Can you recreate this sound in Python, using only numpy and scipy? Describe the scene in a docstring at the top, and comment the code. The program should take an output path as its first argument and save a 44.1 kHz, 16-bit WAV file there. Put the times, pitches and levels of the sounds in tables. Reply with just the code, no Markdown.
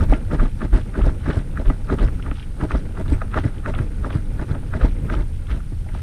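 """Jogging on loose gravel

Someone jogs along a desert trail, about three steps a second, and slows near the end.
Heel and toe crunch and clack the stones: random small rings and filtered noise swell with each contact.
Landings and push-offs jolt a body-worn camera with short, low swings; its plastic case adds resonances.
Filtered noise makes the wind rumbling across the microphone and a thin, steady hiss."""
import sys
import numpy as np
from scipy import signal
from scipy.fft import rfft, irfft, next_fast_len
from scipy.io import wavfile
from scipy.ndimage import uniform_filter1d, map_coordinates

SR = 44100
rng = np.random.default_rng(int(sys.argv[2]) if len(sys.argv) > 2 else 0)


def waveform_to_disk(signal):
    """Save audio, clipped to [-1, 1], as 16-bit WAV at the path in sys.argv[1]."""
    frames = np.transpose(np.atleast_2d(signal))
    scaled = np.clip(frames, -1, 1) * 32767
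    samples = np.round(scaled).astype(np.int16)
    wavfile.write(sys.argv[1], SR, samples)


N = 265482
TIME = np.arange(N) / SR

# All levels in dB are relative: each sound's function adds its own overall gain.
# the heel strikes, then rolls into the gravel: start_s, roll_s (to the hardest press),
# clack_db, ground_db (packed ground), crunch_db, grit_db
HEELS = [(0.008, 0.025, -21, -23.5, -37.5, -46), (0.313, 0.033, -22, -19.5, -33.5, -65),
         (0.616, 0.031, -19.5, -22, -38.5, -69), (0.954, 0.039, -20.5, -20.5, -38.5, -56),
         (1.262, 0.036, -19.5, -19.5, -34.5, -54), (1.573, 0.036, -20, -27, -42, -60),
         (1.8995, 0.033, -16, -18, -34.5, -56), (2.263, 0.015, -23.5, -32, -45, -66),
         (2.611, 0.029, -20, -19.5, -36, -51), (2.972, 0.039, -24, -27, -38.5, -54),
         (3.3417, 0.042, -14.5, -20.5, -33, -53), (3.6601, 0.033, -14.5, -23.5, -36, -56),
         (4.0456, 0.023, -20, -28, -45, -54), (4.3957, 0.028, -23.5, -26, -39, -55),
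         (4.7374, 0.029, -18, -25, -41, -59), (5.0985, 0.034, -17.5, -25, -38.5, -55),
         (5.484, 0.034, -40, -37.5, -36.5, -58), (5.863, 0.032, -52, -41, -60, -65)]
# the forefoot touches, then takes the weight: touch_s, weight_s, clack_db, crunch_db,
# grit_db, thump_db, jolt_db, jolt_hz
FOREFEET = [(0.1, 0.124, -36, -35.5, -51, -15, -4.5, 35.7),
            (0.392, 0.427, -24, -37, -51.5, -22, -7.5, 31.8),
            (0.738, 0.752, -25, -34.5, -48.5, -24.5, -4, 39.6),
            (1.043, 1.067, -21.5, -37.5, -49, -19.5, -9, 44.4),
            (1.328, 1.37, -24, -39, -52, -24.5, -7.5, 88), (1.658, 1.7, -26.5, -41.5, -56, -19, -6, 33.5),
            (1.989, 2.027, -18.5, -35.5, -52, -22, -8, 42), (2.314, 2.312, -23.5, -64, -76, -26, -15, 48.7),
            (2.708, 2.749, -17.5, -39.5, -52.5, -19, -14, 56),
            (3.059, 3.12, -27.5, -42, -51, -19.5, -10.5, 66),
            (3.447, 3.449, -44, -36, -53.5, -23, -8.5, 104),
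            (3.787, 3.798, -18.5, -42, -53.5, -29.5, -11.5, 90),
            (4.104, 4.15, -20.5, -40.5, -55.5, -27, -10.5, 101.5),
            (4.49, 4.507, -35, -42.5, -57, -28.5, -9.5, 92.5),
            (4.812, 4.844, -17.5, -39.5, -52.5, -17, -6, 46.6),
            (5.14, 5.179, -22, -39, -59, -30, -11.5, 47.2), (5.505, 5.543, -28, -45.5, -55, -46, -12, 50.7),
            (5.707, 5.72, -52, -65, -79, -33, -31, 99), (5.948, 5.949, -34, -48.5, -59, -45, -15.5, 37.5)]
# larger stones tip and clack underfoot: start_s, level_db, pitch_hz (before random scatter)
TIPPED_STONES = [(0.13, -21, 1100), (0.397, -17, 1400), (0.405, -23, 1290), (0.455, -25, 1100),
                 (0.608, -29, 1400), (0.643, -35, 1450), (0.730, -28, 1350), (0.774, -29, 1400),
                 (0.941, -27, 1400), (1.003, -32, 1350), (1.012, -21.5, 1410), (1.018, -34, 1500),
                 (1.091, -28, 1400), (1.301, -20, 1520), (1.311, -17.5, 1450), (1.701, -23, 1360),
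                 (1.889, -28, 1400), (1.924, -25.5, 1500), (2.084, -27, 1430), (2.1976, -29, 1450),
                 (2.716, -19.5, 1350), (2.755, -26, 1350), (3.144, -30, 1400), (3.2168, -17, 1640),
                 (3.3733, -7.5, 1400), (3.739, -25, 1250), (3.756, -24.5, 1400), (4.062, -32, 1400),
                 (4.159, -30, 1350), (4.411, -38, 1602), (4.510, -27, 1300), (4.55, -25, 1190),
                 (4.833, -25, 1400), (5.603, -32, 1280)]
# stones held in the ground knock under the sole: start_s, level_db, pitch_hz
BURIED_STONES = [(0.1258, -13, 664), (0.338, -27, 616), (0.348, -30, 636), (0.397, -25, 716),
                 (0.454, -26, 664), (0.642, -28, 650), (0.653, -28, 617), (0.730, -22, 670),
                 (0.993, -18.5, 640), (1.015, -30, 715.6), (1.068, -18.5, 645), (1.093, -29, 730),
                 (1.334, -24, 664), (1.617, -27, 615), (1.698, -20.5, 660), (1.925, -20, 640),
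                 (1.985, -33, 740), (2.046, -40, 646), (2.633, -19, 624), (2.975, -27, 713),
                 (3.217, -23, 584), (3.375, -16, 646), (3.385, -16, 780), (3.686, -25, 614),
                 (3.739, -26, 684), (4.105, -26, 640), (4.553, -24, 670), (4.812, -20, 520),
                 (4.829, -26, 679), (4.851, -19.5, 740), (5.102, -27, 690), (5.117, -35, 620),
                 (5.183, -30, 630), (5.864, -33, 660), (5.949, -26.5, 710)]
# the sole skids and sprays fine gravel: centre_s, length_s, level_db
SPRAYS = [(0.765, 0.021, -44), (1.29, 0.052, -46.5), (2.395, 0.036, -49), (2.709, 0.012, -42.5),
          (3.39, 0.024, -42.5), (4.836, 0.023, -42.5), (5.137, 0.013, -41), (5.51, 0.0099, -42),
          (5.97, 0.047, -49.5)]
# kicked pebbles click: start_s, level_db, pitch_hz
PEBBLES = [(0.1363, -25.5, 2250), (0.319, -45, 2700), (0.459, -42, 2700), (0.600, -49, 2880),
           (0.816, -50, 2860), (1.0172, -36, 2630), (1.307, -34, 2770), (1.333, -39, 2800),
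           (1.355, -45, 2700), (1.657, -41.5, 2700), (1.680, -40.5, 2850), (1.9863, -36.5, 2430),
           (1.997, -36, 2680), (2.017, -41, 2800), (2.077, -37, 2206), (2.2257, -36.5, 2490),
           (2.3132, -32.5, 2360), (2.332, -58, 2800), (2.356, -43, 2750), (2.382, -48, 3000),
           (2.3974, -37, 2780), (2.4276, -39, 2480), (2.612, -48, 2625), (2.717, -33, 2350),
           (3.081, -41, 2940), (3.132, -36, 1970), (3.137, -42, 2040), (3.316, -44, 2880),
           (3.343, -40, 2700), (3.388, -33, 2560), (3.582, -43, 2800), (3.7387, -35, 2260),
           (3.7496, -33, 2550), (3.7887, -36, 2400), (4.105, -39.5, 2700), (4.123, -41, 2820),
           (4.129, -37, 2200), (4.548, -48, 2802), (4.815, -42, 2700), (4.895, -46, 2900),
           (4.912, -45, 2200), (5.068, -48, 2700), (5.15, -38, 2820), (5.469, -44, 2760),
           (5.516, -37.5, 2540), (5.889, -38, 1820)]
# a flat stone rings on after the blow: start_s, level_db, pitch_hz, t60_s (time to fade by 60 dB)
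RINGS = [(0.136, -36, 1390, 0.19)]
# the foot rocks over and pushes off, jolting the camera: centre_s, level_db, swing_hz
PUSHES = [(0.452, -11, 31), (1.030, -6.5, 43.5), (1.086, -9.5, 56), (2.048, -7.5, 44.4), (2.769, -12, 45),
          (3.138, -15, 50.7), (4.922, -12.5, 28), (5.204, -12.5, 41)]
# air flow at the microphone: time_s, level_db
WIND = [(0.0, -16.5), (0.22, -23), (0.55, -24.5), (1.25, -24.5), (2.1, -22.5), (2.4, -27.5), (3.2, -22),
        (3.5, -25.5), (3.95, -22), (4.25, -25.5), (5.1, -23), (5.35, -26), (6.0, -24)]
# resonances of the camera case: pitch_hz, width_hz, level_db
CASE = [(266, 75, 5), (643, 72, 2), (850, 47, -11.5), (1236, 110, -1.5), (1380, 140, -7), (1963, 34, 10.5)]
# filter colour of the packed ground: pitch_hz, gain_db
GROUND_COLOUR = [(70, -21), (135, 10), (190, 2.5), (280, -1), (390, -1.5), (470, -9), (630, -8),
                 (760, -21.5), (880, -11), (1050, -23), (1500, -29), (4000, -34), (9000, -33), (15000, -74)]
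# filter colour of the grinding stones: pitch_hz, gain_db
STONE_COLOUR = [(500, -33.5), (1000, 6), (1250, 3), (1480, 3), (1700, 8.5), (1850, -6.5), (2150, 1),
                (2500, -18), (4000, -0.5), (9000, -80)]
# filter colour of the fine grit: pitch_hz, gain_db
GRIT_COLOUR = [(1200, -28), (2200, -6), (2800, -4.5), (3600, -2.5), (4600, -6.5), (5700, -4), (7000, -11),
               (8700, 0), (10200, -2), (11200, -15), (14500, -61)]
# filter colour of single stones snapping: pitch_hz, gain_db
CRACKLE_COLOUR = [(700, -37.5), (1400, 7), (2000, 0), (2900, -9.5), (3900, -10), (5500, -17), (9000, -36),
                  (15000, -50)]
# filter colour of the clacks' rattle: pitch_hz, gain_db
CLACK_COLOUR = [(400, 3), (1020, -8), (1250, 5), (1500, 2), (1830, -0.5), (2100, -10.5), (2600, -6.5),
                (3000, -19), (3700, -10.5), (4500, -18), (9000, -13), (15000, -41)]
# filter colour of the spray: pitch_hz, gain_db
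SPRAY_COLOUR = [(600, -2), (1300, 6), (2100, -3), (3200, -3), (4300, -9), (6000, -11), (9000, -32),
                (14000, -43)]
# filter colour of the trickling stones: pitch_hz, gain_db
TRICKLE_COLOUR = [(500, -25), (830, 9), (1030, -8), (1300, 2), (1500, 5.5), (1750, -7), (2100, -14),
                  (2800, -2.5), (4000, -4), (8000, -32), (15000, -56)]
# filter colour of the deep wind: pitch_hz, gain_db
RUMBLE_COLOUR = [(10, -13.5), (22, 3.5), (40, 1), (60, -7), (85, -4), (120, -10), (170, -21.5),
                 (300, -38.5), (700, -70)]
# filter colour of the quicker wind: pitch_hz, gain_db
FLUTTER_COLOUR = [(80, -14.5), (150, 0), (200, 1), (280, -3), (380, -12), (500, -12), (630, -22),
                  (760, -25.5), (1400, -31.5), (2500, -32.5), (6000, -101)]
# filter colour of the hiss: pitch_hz, gain_db
HISS_COLOUR = [(500, 9), (2000, 12), (3500, 8), (5000, 4.5), (7200, 1.5), (8300, 6), (8750, 9.5),
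               (8940, 17.5), (9150, 6.5), (10200, 6), (11100, 0), (13500, -5), (15000, -77)]

HEEL_RISE_S, HEEL_FALL_S = 0.022, 0.012  # the heel presses in slowly and lets go quickly
FORE_PEAK_S, FORE_RISE_S, FORE_FALL_S = 0.0011, 0.02, 0.033  # peaks just after it takes the weight
ROLL_SHARE = 0.38  # a slower roll from touch to weight lengthens the swell
FORE_GROUND_DB = 10  # packed ground under the forefoot, relative to its crunch
AIRBORNE_DB, GRAZE_S, CATCH_S = -24, 0.014, 0.003  # the forefoot is quieter until just before it touches
SETTLE_DB, SETTLE_WIDTHS = -13.5, 1  # faint skirt of shifting stones around each contact
HEEL_CLACK_HZ, FORE_CLACK_HZ, PITCH_SCATTER = 1410, 1280, 0.045  # stones differ a little in size
HEEL_SCUFF_DB, LIGHT_SCUFF_DB = (-8.5, -13), (-11.5, -17.5)  # lead-in and after-rattle of a clack
SNAP_DB, SNAP_T60_S, SNAP_RISE_S = -3, 0.0097, 0.00067  # the clean ring at the heart of a clack
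SCATTER_DB, SCATTER_FLIGHT_S = -9, 0.3  # loudest tick relative to the crunch; longest flight
SCATTER_FADE_DB_PER_S = 41  # later ticks land more softly
JOLT_END_S, JOLT_LEAD_CYCLES = 0.02113, 1.155  # a slower swing peaks earlier in the landing
HEEL_JOLT_HZ, HEEL_JOLT_DB = 57.6, 4  # the heel's own jolt, relative to its push on the ground
FLUTTER_DB, STILL_S, STILL_DB = -14.5, 5.17, -9  # flutter level; it sinks by STILL_DB from STILL_S on
TOP_HZ = 15200  # the camera's band limit


def gravel():
    """Packed ground thumps, stones grind and fine grit crackles as the shoe presses on them."""
    ground_push, stone_push, grit_push = pressure()
    ground = coloured(grains(rate=1400, hz=885, cycles=0.17, spread_db=2.0), GROUND_COLOUR)
    stones = coloured(grains(rate=480, hz=1660, cycles=0.9, spread_db=-5.0), STONE_COLOUR)
    grit = coloured(grains(rate=730, hz=3580, cycles=0.44, spread_db=-3.0), GRIT_COLOUR)
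    ground = boxed(ground, case_db=-7.5)
    stones = boxed(stones, case_db=1.0)
    ground = steadied(patchy(ground, depth_db=2.0), span=0.04)
    stones = steadied(patchy(stones, depth_db=5.0), span=0.021)
    grit = steadied(patchy(grit, depth_db=4.5), span=0.043)
    # stones and grit slip in clumps, and a faint sifting of grit never stops
    slips = amp(1.54 * wobble(170))
    sifting = amp(np.interp(TIME, [0, 5, 6], [0, -.5, -3]) + 2.4 * wobble(40))
    grit_level = np.hypot(amp(-1.5) * grit_push, amp(-64.5) * sifting)
    return (amp(-0.27) * ground * ground_push
            + amp(-5.5) * stones * slips * stone_push
            + grit * slips * grit_level)


def pressure():
    """How hard packed ground, stones and grit are worked: the powers of all contacts add up."""
    power = np.zeros((3, N))
    for s, roll_s, _, *levels_db in HEELS:
        contact = press(s + roll_s, HEEL_RISE_S, HEEL_FALL_S)
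        power += amp(levels_db)[:, None] ** 2 * contact
    for touch, weight, _, crunch_db, grit_db, *_ in FOREFEET:
        levels_db = [crunch_db + FORE_GROUND_DB, crunch_db, grit_db]
        rise_s = FORE_RISE_S + ROLL_SHARE * (weight - touch)
        airborne = (1 - np.tanh((TIME - touch + GRAZE_S) / CATCH_S)) / 2  # 1 in the air, 0 on the ground
        contact = amp(AIRBORNE_DB * airborne) ** 2 * press(weight + FORE_PEAK_S, rise_s, FORE_FALL_S)
        power += amp(levels_db)[:, None] ** 2 * contact
    return np.sqrt(power)


def press(peak_s, rise_s, fall_s):
    """Power of one contact: it swells, lets go and leaves the stones settling."""
    t = TIME - peak_s
    away = np.minimum(np.maximum(-t / rise_s, t / fall_s), 20)
    return np.exp(-away ** 2) + amp(SETTLE_DB) ** 2 * np.exp(-away / SETTLE_WIDTHS)


def crackle():
    """Single stones snap against each other under the sole: sharp ticks that follow the stones' pressure."""
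    _, stone_push, _ = pressure()
    ticks = grains(rate=450, hz=2400, cycles=0.64, spread_db=1.5)
    return amp(-7.5) * steadied(coloured(ticks, CRACKLE_COLOUR), span=0.05) * stone_push


def knocks(lead_s=0.014, scuff_s=0.025, rise_s=0.0018, fall_s=0.0033):
    """A short scuff swells until heel, forefoot or tipped stone catches and clacks, then rattles away."""
    track = np.zeros(N)
    t = np.arange(-SR // 20, SR // 12) / SR
    rattle = coloured(grains(rate=1500, hz=1740, cycles=0.33, spread_db=-2.5), CLACK_COLOUR)
    clacks = [(s, db, HEEL_CLACK_HZ, HEEL_SCUFF_DB) for s, _, db, *_ in HEELS]
    clacks += [(s, db, FORE_CLACK_HZ, LIGHT_SCUFF_DB) for s, _, db, *_ in FOREFEET]
    clacks += [(s, db, hz, LIGHT_SCUFF_DB) for s, db, hz in TIPPED_STONES]
    for s, db, hz, (lead_db, scuff_db) in clacks:
        lead_in = amp(lead_db) * np.exp(-np.abs(t) / lead_s)
        after_rattle = amp(scuff_db) * np.exp(-np.abs(t) / scuff_s)
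        scuff = np.where(t < 0, lead_in, after_rattle)
        swell = np.exp(np.minimum(t / rise_s, -t / fall_s)) + scuff
        hz = hz * np.exp(PITCH_SCATTER * rng.standard_normal())
        tone = signal.butter(1, [hz * 0.58, hz * 1.18], "bandpass", fs=SR)
        piece = rattle[rng.integers(N - len(t)):][:len(t)]  # a random stretch of rattle
        chatter = steadied(signal.lfilter(*tone, piece), span=0.0053)
        add(track, s + 0.001777 + t[0], amp(db - 9.5) * chatter * swell)
        add(track, s + t[0], amp(db + SNAP_DB) * snap(t, hz))
    return boxed(track, case_db=-12.5)


def snap(t, hz):
    """Two stones catch and ring for a few clean cycles; t is the time from that instant."""
    after = np.maximum(t, 0)
    onset = 1 - np.exp(-(after / SNAP_RISE_S) ** 2)
    return np.sin(2 * np.pi * hz * after) * amp(-60 * after / SNAP_T60_S) * onset


def thumps(t60=0.045, rise_s=0.00083, low_hz=112, high_hz=380, firm_db=-20, db_per_octave=14):
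    """The full weight beds the stones with a dull, hollow noise burst, brighter on harder landings."""
    track = np.zeros(N)
    t = np.arange(SR // 10) / SR
    for _, s, _, _, _, db, _, _ in FOREFEET:
        top_hz = high_hz * 2 ** (max(db - firm_db, 0) / db_per_octave)
        body = signal.butter(2, [low_hz, top_hz], "bandpass", fs=SR)
        thud = signal.lfilter(*body, rng.standard_normal(2 * len(t)))[len(t):]
        envelope = amp(-60 * t / t60) * (1 - np.exp(-t / rise_s))
        add(track, s, amp(db - 1.5) * steadied(thud, span=0.0063) * envelope)
    return boxed(track, case_db=6)


def buried_stones():
    """Stones held fast in the ground give a low, compact knock."""
    track = np.zeros(N)
    for s, db, hz in BURIED_STONES:
        knock = click(hz, width=0.31, t60=0.029, skitter_db=-25.5)
        add(track, s, amp(db - 10.0) * knock)
    return track


def sprays():
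    """A skid throws up a swell of tiny ticks."""
    power = sum(amp(db) ** 2 * np.exp(-((TIME - s) / length) ** 2) for s, length, db in SPRAYS)
    ticks = coloured(grains(rate=760, hz=3000, cycles=0.8, spread_db=-0.5), SPRAY_COLOUR)
    return steadied(ticks, span=0.12) * np.sqrt(power)


def pebbles():
    """Kicked pebbles click, short and dry."""
    track = np.zeros(N)
    for s, db, hz in PEBBLES:
        tick = click(hz, width=0.29, t60=0.013, skitter_db=-23)
        add(track, s, amp(db - 3) * tick)
    return track


def scatter(count=12):
    """Every forefoot landing flicks small pebbles, which tick down one by one at uneven gaps."""
    track = np.zeros(N)
    for _, s, _, crunch_db, *_ in FOREFEET:
        for flight, size, pitch in rng.random((count, 3)):
            delay = SCATTER_FLIGHT_S * flight
            tick = click(1300 * 2 ** (1.25 * pitch), width=0.27, t60=0.011, skitter_db=-22)
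            level_db = crunch_db + SCATTER_DB - SCATTER_FADE_DB_PER_S * delay - 11 * size
            add(track, s + delay, amp(level_db) * tick)
    return track


def ringing():
    """A loose flat stone rings faintly for a moment: a sine that dies away."""
    track = np.zeros(N)
    t = np.arange(SR // 4) / SR
    for s, db, hz, t60 in RINGS:
        add(track, s, amp(db - 60 * t / t60) * np.sin(2 * np.pi * hz * t))
    return track


def jolts(cycles=0.64, judder_hz=118, judder_t60=0.11, judder_db=-11):
    """Each landing or push-off shakes the camera through a swing or two, and its mount judders."""
    track = np.zeros(N)
    shakes = [(s + roll_s, ground_db + HEEL_JOLT_DB, HEEL_JOLT_HZ)
              for s, roll_s, _, ground_db, *_ in HEELS]
    shakes += [(s + JOLT_END_S - JOLT_LEAD_CYCLES / hz, db, hz) for _, s, *_, db, hz in FOREFEET]
    for s, db, hz in shakes + PUSHES:
        near = np.abs(TIME - s) < .3
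        t = TIME[near] - s
        swing = -np.cos(2 * np.pi * hz * t) * np.exp(-(hz * t / cycles) ** 2)
        after = np.maximum(t, 0)
        mount_hz = judder_hz * (1 + 0.071 * rng.standard_normal())
        judder = np.sin(2 * np.pi * mount_hz * after) * amp(judder_db - 60 * after / judder_t60)
        onset = 1 - np.exp(-after / 0.0016)
        track[near] += amp(db + 1.0) * (swing + judder * onset)
    return track


def trickle():
    """Loosened stones keep rustling and rolling throughout, less once the runner slows."""
    ticks = coloured(grains(rate=380, hz=1520, cycles=0.8, spread_db=3.0), TRICKLE_COLOUR)
    level_db = np.interp(TIME, [0, 5, 6], [-55.5, -56, -60])
    level_db = level_db + 2.0 * wobble(13) + 2.0 * wobble(110)
    return steadied(ticks, span=0.064) * amp(level_db)


def wind():
    """Eddies buffet the microphone: a deep noise rumble with a quicker flutter above it."""
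    flow_db = np.interp(TIME, *np.transpose(WIND)) + 1.2 * wobble(9)
    slowing_db = np.interp(TIME, [STILL_S, N / SR], [0, STILL_DB])
    rumble = steadied(coloured(rng.standard_normal(N), RUMBLE_COLOUR), span=0.12)
    flutter = steadied(coloured(rng.standard_normal(N), FLUTTER_COLOUR), span=0.017)
    rumble_db = flow_db + 1.9 * wobble(18)
    flutter_db = flow_db + FLUTTER_DB + slowing_db + 2.74 * wobble(45)
    return rumble * amp(rumble_db) + flutter * amp(flutter_db)


def hiss():
    """The microphone's own hiss: steady noise with a narrow peak near 9 kHz."""
    return amp(-56.5) * coloured(rng.standard_normal(N), HISS_COLOUR)


def click(hz, width, t60, skitter_db):
    """One stone impact: crack, chatter and faint skitter in a broad resonance, rms 1 over its first 3 ms."""
    t = np.arange(SR // 16) / SR
    chatter = amp(-17.5 - 60 * t / t60) + amp(skitter_db - 60 * t / 0.11)
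    force = rng.standard_normal(len(t)) * chatter
    force[0] += 2  # the sharp crack
    body = signal.butter(3, [hz / (1 + width), hz * (1 + width)], "bandpass", fs=SR)
    sound = signal.lfilter(*body, force)
    return sound / np.sqrt(np.mean(sound[t < .003] ** 2))


def grains(rate, hz, cycles, spread_db):
    """Random stone contacts, rate a second: damped rings up to an octave either side of hz."""
    count = int(rate * N / SR)
    when, pitch, size, sign = rng.random((count, 4)).T
    n = np.arange(SR // 250)
    turns = (hz * 2 ** (2 * pitch - 1))[:, None] * n / SR
    # a positive spread makes a few contacts strong, a negative one makes a few weak
    strength = amp(-spread_db * np.log(np.maximum(size, .01))) * np.sign(sign - .5)
    rings = strength[:, None] * np.cos(2 * np.pi * turns) * np.exp(-turns / cycles)
    places = (when * N).astype(int)[:, None] + n
    return np.bincount(places.ravel(), rings.ravel())[:N]


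def patchy(x, depth_db):
    """Each patch of ground has its own pitches: the colour shifts every few hundredths of a second."""
    z = signal.stft(x, nperseg=256)[2]
    field = uniform_filter1d(rng.standard_normal(z.shape), size=4, axis=0)  # smooth across pitch
    field = uniform_filter1d(field, size=7, axis=1)  # and across time
    return signal.istft(z * amp(depth_db * unit(field)), nperseg=256)[1][:N]


def boxed(x, case_db=1):
    """The camera case adds its resonances to the sound that shakes it."""
    size = next_fast_len(N + SR // 2)
    f = np.fft.rfftfreq(size, 1 / SR)
    modes = sum(amp(db) * 1j * f * width / (hz * hz - f * f + 1j * f * width)
                for hz, width, db in CASE)
    return irfft(rfft(x, size) * (1 + amp(case_db) * modes), size)[:N]


def coloured(x, spectrum):
    """Filter x to the given pitch_hz, gain_db points without sounding ahead of time, at rms 1."""
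    size = 2 * next_fast_len(N // 2 + SR // 4)
    hz, db = np.transpose(spectrum)
    gain = amp(np.interp(np.log(np.fft.rfftfreq(size, 1 / SR) + 1), np.log(hz), db))
    # folding the cepstrum gives a minimum-phase filter: it only reacts after its input
    cepstrum = irfft(np.log(gain), size)
    cepstrum[1:size // 2] *= 2
    cepstrum[size // 2 + 1:] = 0
    response = np.exp(rfft(cepstrum))
    return unit(irfft(rfft(x, size) * response, size)[:N])


def steadied(x, span):
    """Hold the rms near 1 over about span seconds and keep the faster grain."""
    size = int(span * SR / 2) + 1
    power = uniform_filter1d(uniform_filter1d(x * x, size), size)
    return x / np.sqrt(np.abs(power) + 1e-6)


def wobble(rate):
    """A smooth random curve through rate random points a second."""
    return map_coordinates(rng.standard_normal(int(N * rate / SR) + 4), [TIME * rate])


def amp(db):
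    """Decibels to gain."""
    return 10 ** (np.asarray(db) / 20)


def unit(x):
    """Scale to rms 1."""
    return x / np.sqrt(np.mean(x ** 2) + 1e-20)


def add(track, s, sound):
    """Mix a sound into a track at s seconds."""
    at = round(s * SR) + np.arange(len(sound))
    inside = (at >= 0) & (at < N)
    track[at[inside]] += sound[inside]


def scene():
    """Footsteps, loose stones, camera jolts, wind and hiss in one channel."""
    steps = gravel() + crackle() + sprays() + knocks() + buried_stones() + thumps()
    loose_stones = pebbles() + scatter() + trickle() + ringing()
    return (steps + loose_stones + jolts() + wind() + hiss())[None]


def record(dry):
    """The camera keeps nothing above its band limit."""
    size = next_fast_len(N + SR // 2)
    kept = np.fft.rfftfreq(size, 1 / SR) < TOP_HZ
    return irfft(rfft(dry, size) * kept, size)[..., :N]


dry = scene()
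out = record(dry)
waveform_to_disk(out)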